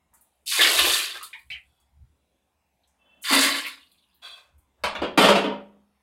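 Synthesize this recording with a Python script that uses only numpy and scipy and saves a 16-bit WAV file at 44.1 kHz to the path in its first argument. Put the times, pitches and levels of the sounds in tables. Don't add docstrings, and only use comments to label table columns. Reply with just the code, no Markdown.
import sys
import numpy as np
from scipy import signal
from scipy.fft import rfft, irfft, next_fast_len
from scipy.io import wavfile
from scipy.ndimage import uniform_filter1d, map_coordinates

SR = 44100
rng = np.random.default_rng(int(sys.argv[2]) if len(sys.argv) > 2 else 0)


def output_pcm(signal):
    pcm = np.clip(np.atleast_2d(signal).T, -1, 1) * 32767
    wavfile.write(sys.argv[1], SR, np.round(pcm).astype(np.int16))


N = 265482

# f/Hz, t60/s
TILE_DECAY = [(100, 1.2), (200, 1.0), (500, 0.87), (1500, .6), (3000, .58), (6000, 0.44), (14000, 0.21)]
# f/Hz, level/dB
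ROOM_TONE_COLOUR = [(60, -23.5), (120, -21), (180, -4.5), (260, -7), (400, -13.5), (750, -10.5),
                    (1500, -20.5), (3000, -21.5), (4500, -29), (10000, -28.5), (16000, -34.5)]
RUMBLE_COLOUR = [(20, -29.5), (35, -27), (52, -17), (68, -0.5), (90, -18), (130, -20), (200, -33.5),
                 (400, -72.5)]
# t/s, level/dB, half-width/s
MIC_BUMPS = [(.1, -72, .1), (.84, -50, .085), (1.53, -52, 0.043), (1.7, -66.5, .04), (2.02, -50, .055),
             (3.33, -64, .04), (3.52, -59.5, .07), (4.58, -62.5, 0.064), (4.86, -57, 0.041),
             (5.03, -43.5, 0.042), (5.23, -47, 0.043), (5.45, -59.5, .13)]
# t/s, level/dB, f/Hz
DROPS = [(.131, -51, 1200), (.138, -45, 9450), (.21, -46, 11200), (1.229, -27, 9700), (1.39, -51, 11100),
         (1.503, -49, 9000), (1.8, -59, 9064), (2.875, -58.5, 7480), (3.222, -36.5, 12500),
         (3.329, -21.5, 10000), (.464, -32, 10500), (.738, -21, 11500), (.857, -19, 10490),
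         (3.662, -31.5, 11000), (3.915, -53, 10450), (4.145, -52, 13900), (4.582, -55, 10870)]
# t/s, bubbling/dB, fizz/dB
SETTLING = [(.15, -83, -72), (1.28, -74, -66), (3.79, -64.5, -71.5)]
# f/Hz, level/dB
FIRST_COLOUR = [(110, -54.5), (180, -15.5), (221, -25.5), (347, -12), (435, -16), (957, -19), (1070, -1.5),
                (1270, -11.5), (1920, -7), (2270, -6.5), (3070, -1), (4550, -4.5), (5380, -14.5),
                (11200, -13.5), (16000, -25.5)]
SECOND_COLOUR = [(110, -59.5), (180, -6.5), (288, -1), (404, -20), (487, -10), (779, -15), (1110, -0.5),
                 (1270, -16.5), (1370, -6), (1500, -10), (1850, -6.5), (4550, -7), (5490, -13.5),
                 (9280, -10), (16000, -21)]
# t/s, rise/s, hold/s, plunge/dB, splash/dB, spray/dB
POURS = [(.458, 0.038, 0.5, -30, -23, -26), (3.213, 0.19, 0.23, -19.5, -16.5, -25)]
# time to the wall/s, time to the trap/s, first low cut/Hz, last low cut/Hz
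JET_PATHS = [(0.06, .134, 2700, 330), (.03, 0.1, 7900, 170)]
# t/s, plunge/dB, splash/dB, spray/dB
SLUGS = [(0.605, -39.5, -14, -24.5), (0.777, -47, -16.5, -27), (.842, -28, -28.5, -29),
         (.892, -41.5, -26.5, -44), (.962, -62, -41, -29), (1.14, -48, -35, -45), (3.292, -40, -23, -29),
         (3.322, -24.5, -15.5, -22.5), (3.403, -41.5, -27.5, -20.5), (3.553, -40, -27, -34),
         (3.642, -45.5, -32.5, -62), (3.664, -63, -57, -46)]
# f/Hz, width/Hz, level/dB
BOWL_MODES = [(261, 2.4, 2.5), (1110, 2.7, -9.5)]
# t/s, level/dB, f/Hz
GULPS = [(.592, -6, 1876), (.612, -5, 3070), (.645, -7.5, 1930), (1.145, -29, 1355), (1.21, -28.5, 1180),
         (1.229, -31, 4020), (1.33, -26, 2087), (1.331, -34.5, 3250), (1.34, -42, 1000),
         (1.345, -46.5, 2140), (1.39, -53, 4030), (1.502, -22, 2280), (1.503, -36, 4070), (1.504, -50, 741),
         (1.518, -23, 2630), (1.545, -29, 2210), (3.251, -27, 3080), (3.295, -16.5, 1100),
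         (3.647, -19.5, 2440), (2.835, -58, 3600), (3.815, -45, 3040), (3.865, -56, 4010),
         (3.98, -55, 3724), (4.025, -54.5, 3390), (4.13, -61, 4200)]
# t/s, length/s, ringing/dB, scraping/dB
HANDLE_RUBS = [(1.641, .2, -77, -95), (4.217, 0.06, -43, -50), (4.242, 0.1, -46, -61),
               (4.358, 0.022, -69, -53)]
# f/Hz, level/dB
HANDLE_MODES = [(2595, -53.5), (3203, -57), (3300, -68), (3359, -45), (3424, -66), (3531, -49.5),
                (3644, -56), (3994, -54), (4570, -54.5), (9243, -68)]
SQUEAK_MODES = [(2665, -13.5), (3058, -19), (3424, -20.5)]
# f/Hz, level/dB
SCRAPE_COLOUR = [(180, -65), (400, -17.5), (660, -2.5), (850, -14), (1150, 0.5), (1330, -10), (1520, 2),
                 (1800, -13), (2000, -4), (2250, -13), (2520, 5), (2870, -14), (3440, -7), (5620, -16),
                 (9490, -15.5), (15000, -24)]
RUSTLE_COLOUR = [(250, -39), (550, -0.5), (1200, -11), (1700, -8.5), (3000, -38.5)]
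CLACK_COLOUR = [(410, -28.5), (640, -4), (780, -7.5), (934, -4), (1010, -5), (1350, -0.5), (1600, -9),
                (1820, -6.5), (2130, -6.5), (3070, -2), (4100, -11.5), (4860, -12.5), (5840, -21.5),
                (8880, -19.5), (13700, -26), (16000, -40.5)]
# t/s, length/s, squeak/dB, rustle/dB
SWINGS = [(2.981, .23, -63.5, -69.5), (4.39, 0.065, -76, -64.5), (4.765, 0.083, -80.5, -63.5)]
# t/s, clack/dB, clack cut-off/Hz, boom/dB, boom centre/Hz, rattle t60/s
BLOWS = [(4.837, -26.5, 10500, -29, 950, 0.04), (4.951, -34.5, 2700, -40, 915, 0.023),
         (5.018, -33, 4400, -25.5, 431, 0.081), (5.175, -17, 20170, -16, 455.5, 0.07),
         (5.21, -18.5, 18100, -22.5, 470, 0.18), (5.24, -20, 12800, -19, 500, 0.18),
         (5.285, -20, 13600, -15, 580, 0.086), (5.35, -25.5, 9000, -20.5, 482, 0.17),
         (5.441, -33, 3270, -25.5, 402, 0.15), (5.52, -50.5, 2600, -35.5, 535, 0.066),
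         (5.586, -64.5, 2390, -56, 520, 0.044), (5.725, -76.5, 2030, -67, 230, .02),
         (5.767, -80.5, 2000, -65, 222, 0.0094)]
# f/Hz, width/Hz, level/dB
BUCKET_MODES = [(187.2, 6.8, -1), (204, 3.4, 10), (262, 6.8, 2), (289, 14, -2.5), (330.6, 4, -13),
                (427.3, 9, -2), (489.6, 15, 0), (538, 11, -7), (573, 5.9, 3.5), (626.5, 5.7, 1.5),
                (766, 5, -5.5), (808, 8.3, -5), (940, 5.8, 1), (985, 10, -5.5), (1303, 18, -4.5)]


def amp(db):
    return 10 ** (np.asarray(db) / 20)


def unit(x):
    return x / np.sqrt(np.mean(x ** 2) + 1e-20)


def unit_hit(x):
    return x / np.sqrt(np.mean(x[:SR // 20] ** 2) + 1e-20)


def along(points, hz):
    f, values = np.transpose(points)
    return np.interp(np.log(hz + 1), np.log(f + 1), values)


def add(track, s, x):
    part = track[max(0, round(s * SR)):][:len(x)]
    part += x[:len(part)]


def filtered(x, response):
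    size = next_fast_len(len(x) + SR // 2)
    return irfft(rfft(x, size) * response(np.fft.rfftfreq(size, 1 / SR)), size)[:len(x)]


def noise(colour, size):
    return unit(filtered(rng.standard_normal(size), lambda hz: amp(along(colour, hz))))


def resonate(x, modes):
    return filtered(x, lambda f: sum(amp(db) * 1j * f * width / (hz * hz - f * f + 1j * f * width)
                                     for hz, width, db in modes))


def room(x, wet_db, life=1):
    hz, t, spectra = signal.stft(rng.standard_normal(SR), SR, nperseg=256)
    t60 = life * along(TILE_DECAY, hz)[:, None]
    tail = signal.istft(spectra * amp(-60 * t / t60), SR, nperseg=256)[1]
    return x + amp(wet_db) * signal.fftconvolve(x, tail / np.linalg.norm(tail))[:len(x)]


def room_tone():
    spectra = signal.stft(noise(ROOM_TONE_COLOUR, N), nperseg=1024)[2]
    patches = uniform_filter1d(rng.standard_normal(spectra.shape), size=8, axis=0)
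    waver_db = 3 * unit(uniform_filter1d(patches, size=16, axis=1))
    return amp(-73.5) * unit(signal.istft(spectra * amp(waver_db), nperseg=1024)[1][:N])


def microphone_rumble(floor_db=-79):
    t = np.arange(N) / SR
    bumps = sum(amp(db) / (1 + ((t - s) / width) ** 2) ** 1.3 for s, db, width in MIC_BUMPS)
    return np.hypot(amp(floor_db), bumps) * noise(RUMBLE_COLOUR, N)


def bubbles(starts, hz, strength, q, size, glide=.06):
    t = np.arange(int(min(2 * q / hz.min(), 1 / 20) * SR)) / SR
    age = t * hz[:, None] / q
    phase = 2 * np.pi * q * age * (1 + glide * age / 2)
    rings = strength[:, None] * np.exp(-np.pi * age) * np.sin(phase)
    places = (starts[:, None] * SR).astype(int) + np.arange(len(t))
    return np.bincount(places.ravel(), rings.ravel(), size)[:size]


def plops(rows, count, scatter, q, length_s, wet_db, life):
    out, order = np.zeros(N), np.linspace(0, 1, count)
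    for s, db, hz in rows:
        starts = length_s * order * (1 + rng.random(count)) / 2
        pitches = hz * np.exp(scatter * rng.uniform(-0.84, 1, count))
        cluster = bubbles(starts, pitches, np.exp(-order), q, size=SR // 2)
        low_cut = signal.butter(4, hz * 0.79, "highpass", fs=SR, output="sos")
        heard = room(signal.sosfilt(low_cut, cluster), wet_db, life)
        add(out, s, amp(db - 15.5) * unit_hit(heard))
    return out


def drips():
    return plops(DROPS, count=14, scatter=.3, q=3, length_s=.02, wet_db=5, life=.75)


def churn(t, colour, lo_hz, hi_hz, per_s, q, spread_db, wet_db=0):
    when, pitch, chance = rng.random((int(per_s * len(t) / SR), 3)).T
    hz = lo_hz * (hi_hz / lo_hz) ** pitch
    strength = hz * amp(spread_db * chance ** 2)
    swarm = bubbles(when * len(t) / SR, hz, strength, q, size=len(t))
    band = lambda f: 1 / np.sqrt((1 + (lo_hz / (f + 1)) ** 12) * (1 + (f / hi_hz) ** 24))
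    return unit(filtered(room(swarm, wet_db), lambda f: amp(along(colour, f)) * band(f)))


def trickle(fade_db_per_s=35.5):
    out, t = np.zeros(N), np.arange(SR // 2) / SR
    for s, bubbling_db, fizz_db in SETTLING:
        bubbling = churn(t, SECOND_COLOUR, lo_hz=2270, hi_hz=5060, per_s=70, q=26, spread_db=9.5)
        fizz = churn(t, SECOND_COLOUR, lo_hz=7560, hi_hz=16110, per_s=500, q=6, spread_db=7.5)
        add(out, s, amp(-fade_db_per_s * t) * (amp(bubbling_db) * bubbling + amp(fizz_db) * fizz))
    return out


def drained_db(empty_s):
    empty_s = np.maximum(empty_s, 0)
    return 79.5 * empty_s + 102 * empty_s ** 2


def flow(t, start, rise_s, hold_s, levels_db, slug_rise_s=0.0095, slug_fall_db_per_s=193):
    splash_loss = drained_db(t - hold_s)
    plunge_loss = drained_db(t - hold_s + 0.065) + 11.5 * np.minimum(t, hold_s)
    spray_loss = 1.3 * splash_loss
    gains = amp(np.array(levels_db)[:, None] - np.array([plunge_loss, splash_loss, spray_loss]))
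    power = ((1 - np.exp(-t / rise_s)) * gains) ** 2
    for s, *slug_db in SLUGS:
        age = np.maximum(start + t - s, 0)
        landing = (1 - np.exp(-age / slug_rise_s)) * amp(2 - slug_fall_db_per_s * age)
        power += np.outer(amp(slug_db), landing) ** 2
    return np.sqrt(power)


def spatter(t, depth_db=0.93, per_s=74):
    knots = rng.standard_normal(len(t) // 100)
    return amp(depth_db * map_coordinates(knots, [t * per_s], mode="mirror"))


def jet_descent(water, wall_s, trap_s, first_hz, deepest_hz, break_s=.008):
    hz, t, spectra = signal.stft(water, SR, nperseg=512, noverlap=448)
    stages_s = [wall_s - break_s, wall_s, trap_s - break_s, trap_s]
    stages_hz = [first_hz, 1400, 880, deepest_hz]
    lowest_hz = np.exp(np.interp(t, stages_s, np.log(stages_hz)))
    low_cut = 1 / np.sqrt(1 + (lowest_hz / (hz[:, None] + 1)) ** 9)
    return signal.istft(spectra * low_cut, SR, nperseg=512, noverlap=448)[1]


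def pours():
    out, t = np.zeros(N), np.arange(SR + SR // 4) / SR
    colours = FIRST_COLOUR, SECOND_COLOUR
    for (start, rise_s, hold_s, *levels_db), path, colour in zip(POURS, JET_PATHS, colours):
        plunge, splash, spray = flow(t, start, rise_s, hold_s, levels_db)
        gurgle = churn(t, colour, lo_hz=230.4, hi_hz=1001, per_s=530, q=13, spread_db=12, wet_db=2)
        froth = churn(t, colour, lo_hz=1032, hi_hz=5320, per_s=1500, q=24, spread_db=16.5, wet_db=1)
        ticks = churn(t, colour, lo_hz=5000, hi_hz=16000, per_s=12000, q=3, spread_db=20, wet_db=-9)
        cracks = churn(t, colour, lo_hz=4000, hi_hz=14500, per_s=55, q=7, spread_db=12, wet_db=-7)
        water = spatter(t) * (plunge * gurgle + splash * froth)
        droplets = spray * (amp(-0.9) * ticks + amp(-7) * cracks)
        add(out, start, jet_descent(water + droplets, *path))
    return out + amp(-4.5) * resonate(out, BOWL_MODES)


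def gulps():
    return plops(GULPS, count=12, scatter=0.17, q=31, length_s=.024, wet_db=2, life=0.33)


def stroke(s, length, rise_s, fall_db_per_s):
    age = np.maximum(np.arange(N) / SR - s, 0)
    return (1 - np.exp(-age / rise_s)) * amp(-fall_db_per_s * np.maximum(age - length, 0))


def ringing(modes, width_hz):
    response = lambda f: sum(amp(db) / (1 + 2j * (f - hz) / width_hz) ** 2 for hz, db in modes)
    return unit(filtered(rng.standard_normal(N), response))


def handle_rub():
    ring = scrape = 0
    for s, length, ring_db, scrape_db in HANDLE_RUBS:
        rub = stroke(s, length, rise_s=0.016, fall_db_per_s=197)
        ring = np.hypot(ring, amp(ring_db) * rub)
        scrape = np.hypot(scrape, amp(scrape_db) * rub)
    slips = rng.standard_normal(N) * (rng.random(N) < 400 / SR)
    rasp = unit(filtered(room(slips, wet_db=8), lambda hz: amp(along(SCRAPE_COLOUR, hz))))
    return ring * ringing(HANDLE_MODES, width_hz=72) + (scrape + ring * amp(-14.5)) * rasp


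def bucket_swing():
    squeak, rustle = ringing(SQUEAK_MODES, width_hz=50), noise(RUSTLE_COLOUR, N)
    out = np.zeros(N)
    for s, length, squeak_db, rustle_db in SWINGS:
        motion = stroke(s, length, rise_s=.05, fall_db_per_s=150.5)
        out += motion * (amp(squeak_db) * squeak + amp(rustle_db) * rustle)
    return out


def bucket_drop():
    out, t = np.zeros(N), np.arange(SR) / SR
    hollow = signal.butter(5, [160, 1800], "bandpass", fs=SR, output="sos")
    for s, clack_db, cutoff_hz, boom_db, centre_hz, t60 in BLOWS:
        force = amp(-60 * t / t60)
        wall = unit(filtered(noise(CLACK_COLOUR, SR), lambda hz: 1 / np.hypot(1, (hz / cutoff_hz) ** 2)))
        clack = room(force * wall, wet_db=11.5, life=0.59)
        push = resonate(force * rng.standard_normal(SR), [(centre_hz, 0.76 * centre_hz, 0), (190, 60, -13)])
        body = resonate(push, BUCKET_MODES) + amp(-23) * room(push, wet_db=9.5, life=0.49)
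        boom = signal.sosfilt(hollow, body)
        add(out, s, amp(clack_db) * unit_hit(clack) + amp(boom_db) * unit_hit(boom))
    return out


def scene():
    water = gulps() + drips() + pours() + trickle()
    bucket = bucket_swing() + handle_rub() + bucket_drop()
    mono = water + bucket + room_tone() + microphone_rumble()
    return np.array([mono, mono])


def suppress(x, threshold_db, depth_db):
    hz, _, spectra = signal.stft(x, SR, nperseg=512, scaling="psd")
    power = uniform_filter1d(np.abs(spectra) ** 2, size=5, axis=1)
    power = uniform_filter1d(power, size=3, axis=2)
    threshold = amp(threshold_db - 2.6 * np.log2((hz[:, None] + 100) / 1000)) ** 2
    opening = power ** 2 / (power ** 2 + threshold ** 2)
    return signal.istft(spectra * amp(depth_db * (1 - opening)), SR, nperseg=512, scaling="psd")[1][:, :N]


def record(dry):
    ceiling, top_hz = .7, 16000
    clean = suppress(dry, threshold_db=-94, depth_db=-0.5)
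    rounded = clean / (1 + np.abs(clean / ceiling) ** 6) ** (1 / 6)
    return np.array([filtered(x, lambda hz: 1 / (1 + (hz / top_hz) ** 250)) for x in rounded])


dry = scene()
out = record(dry)
output_pcm(out)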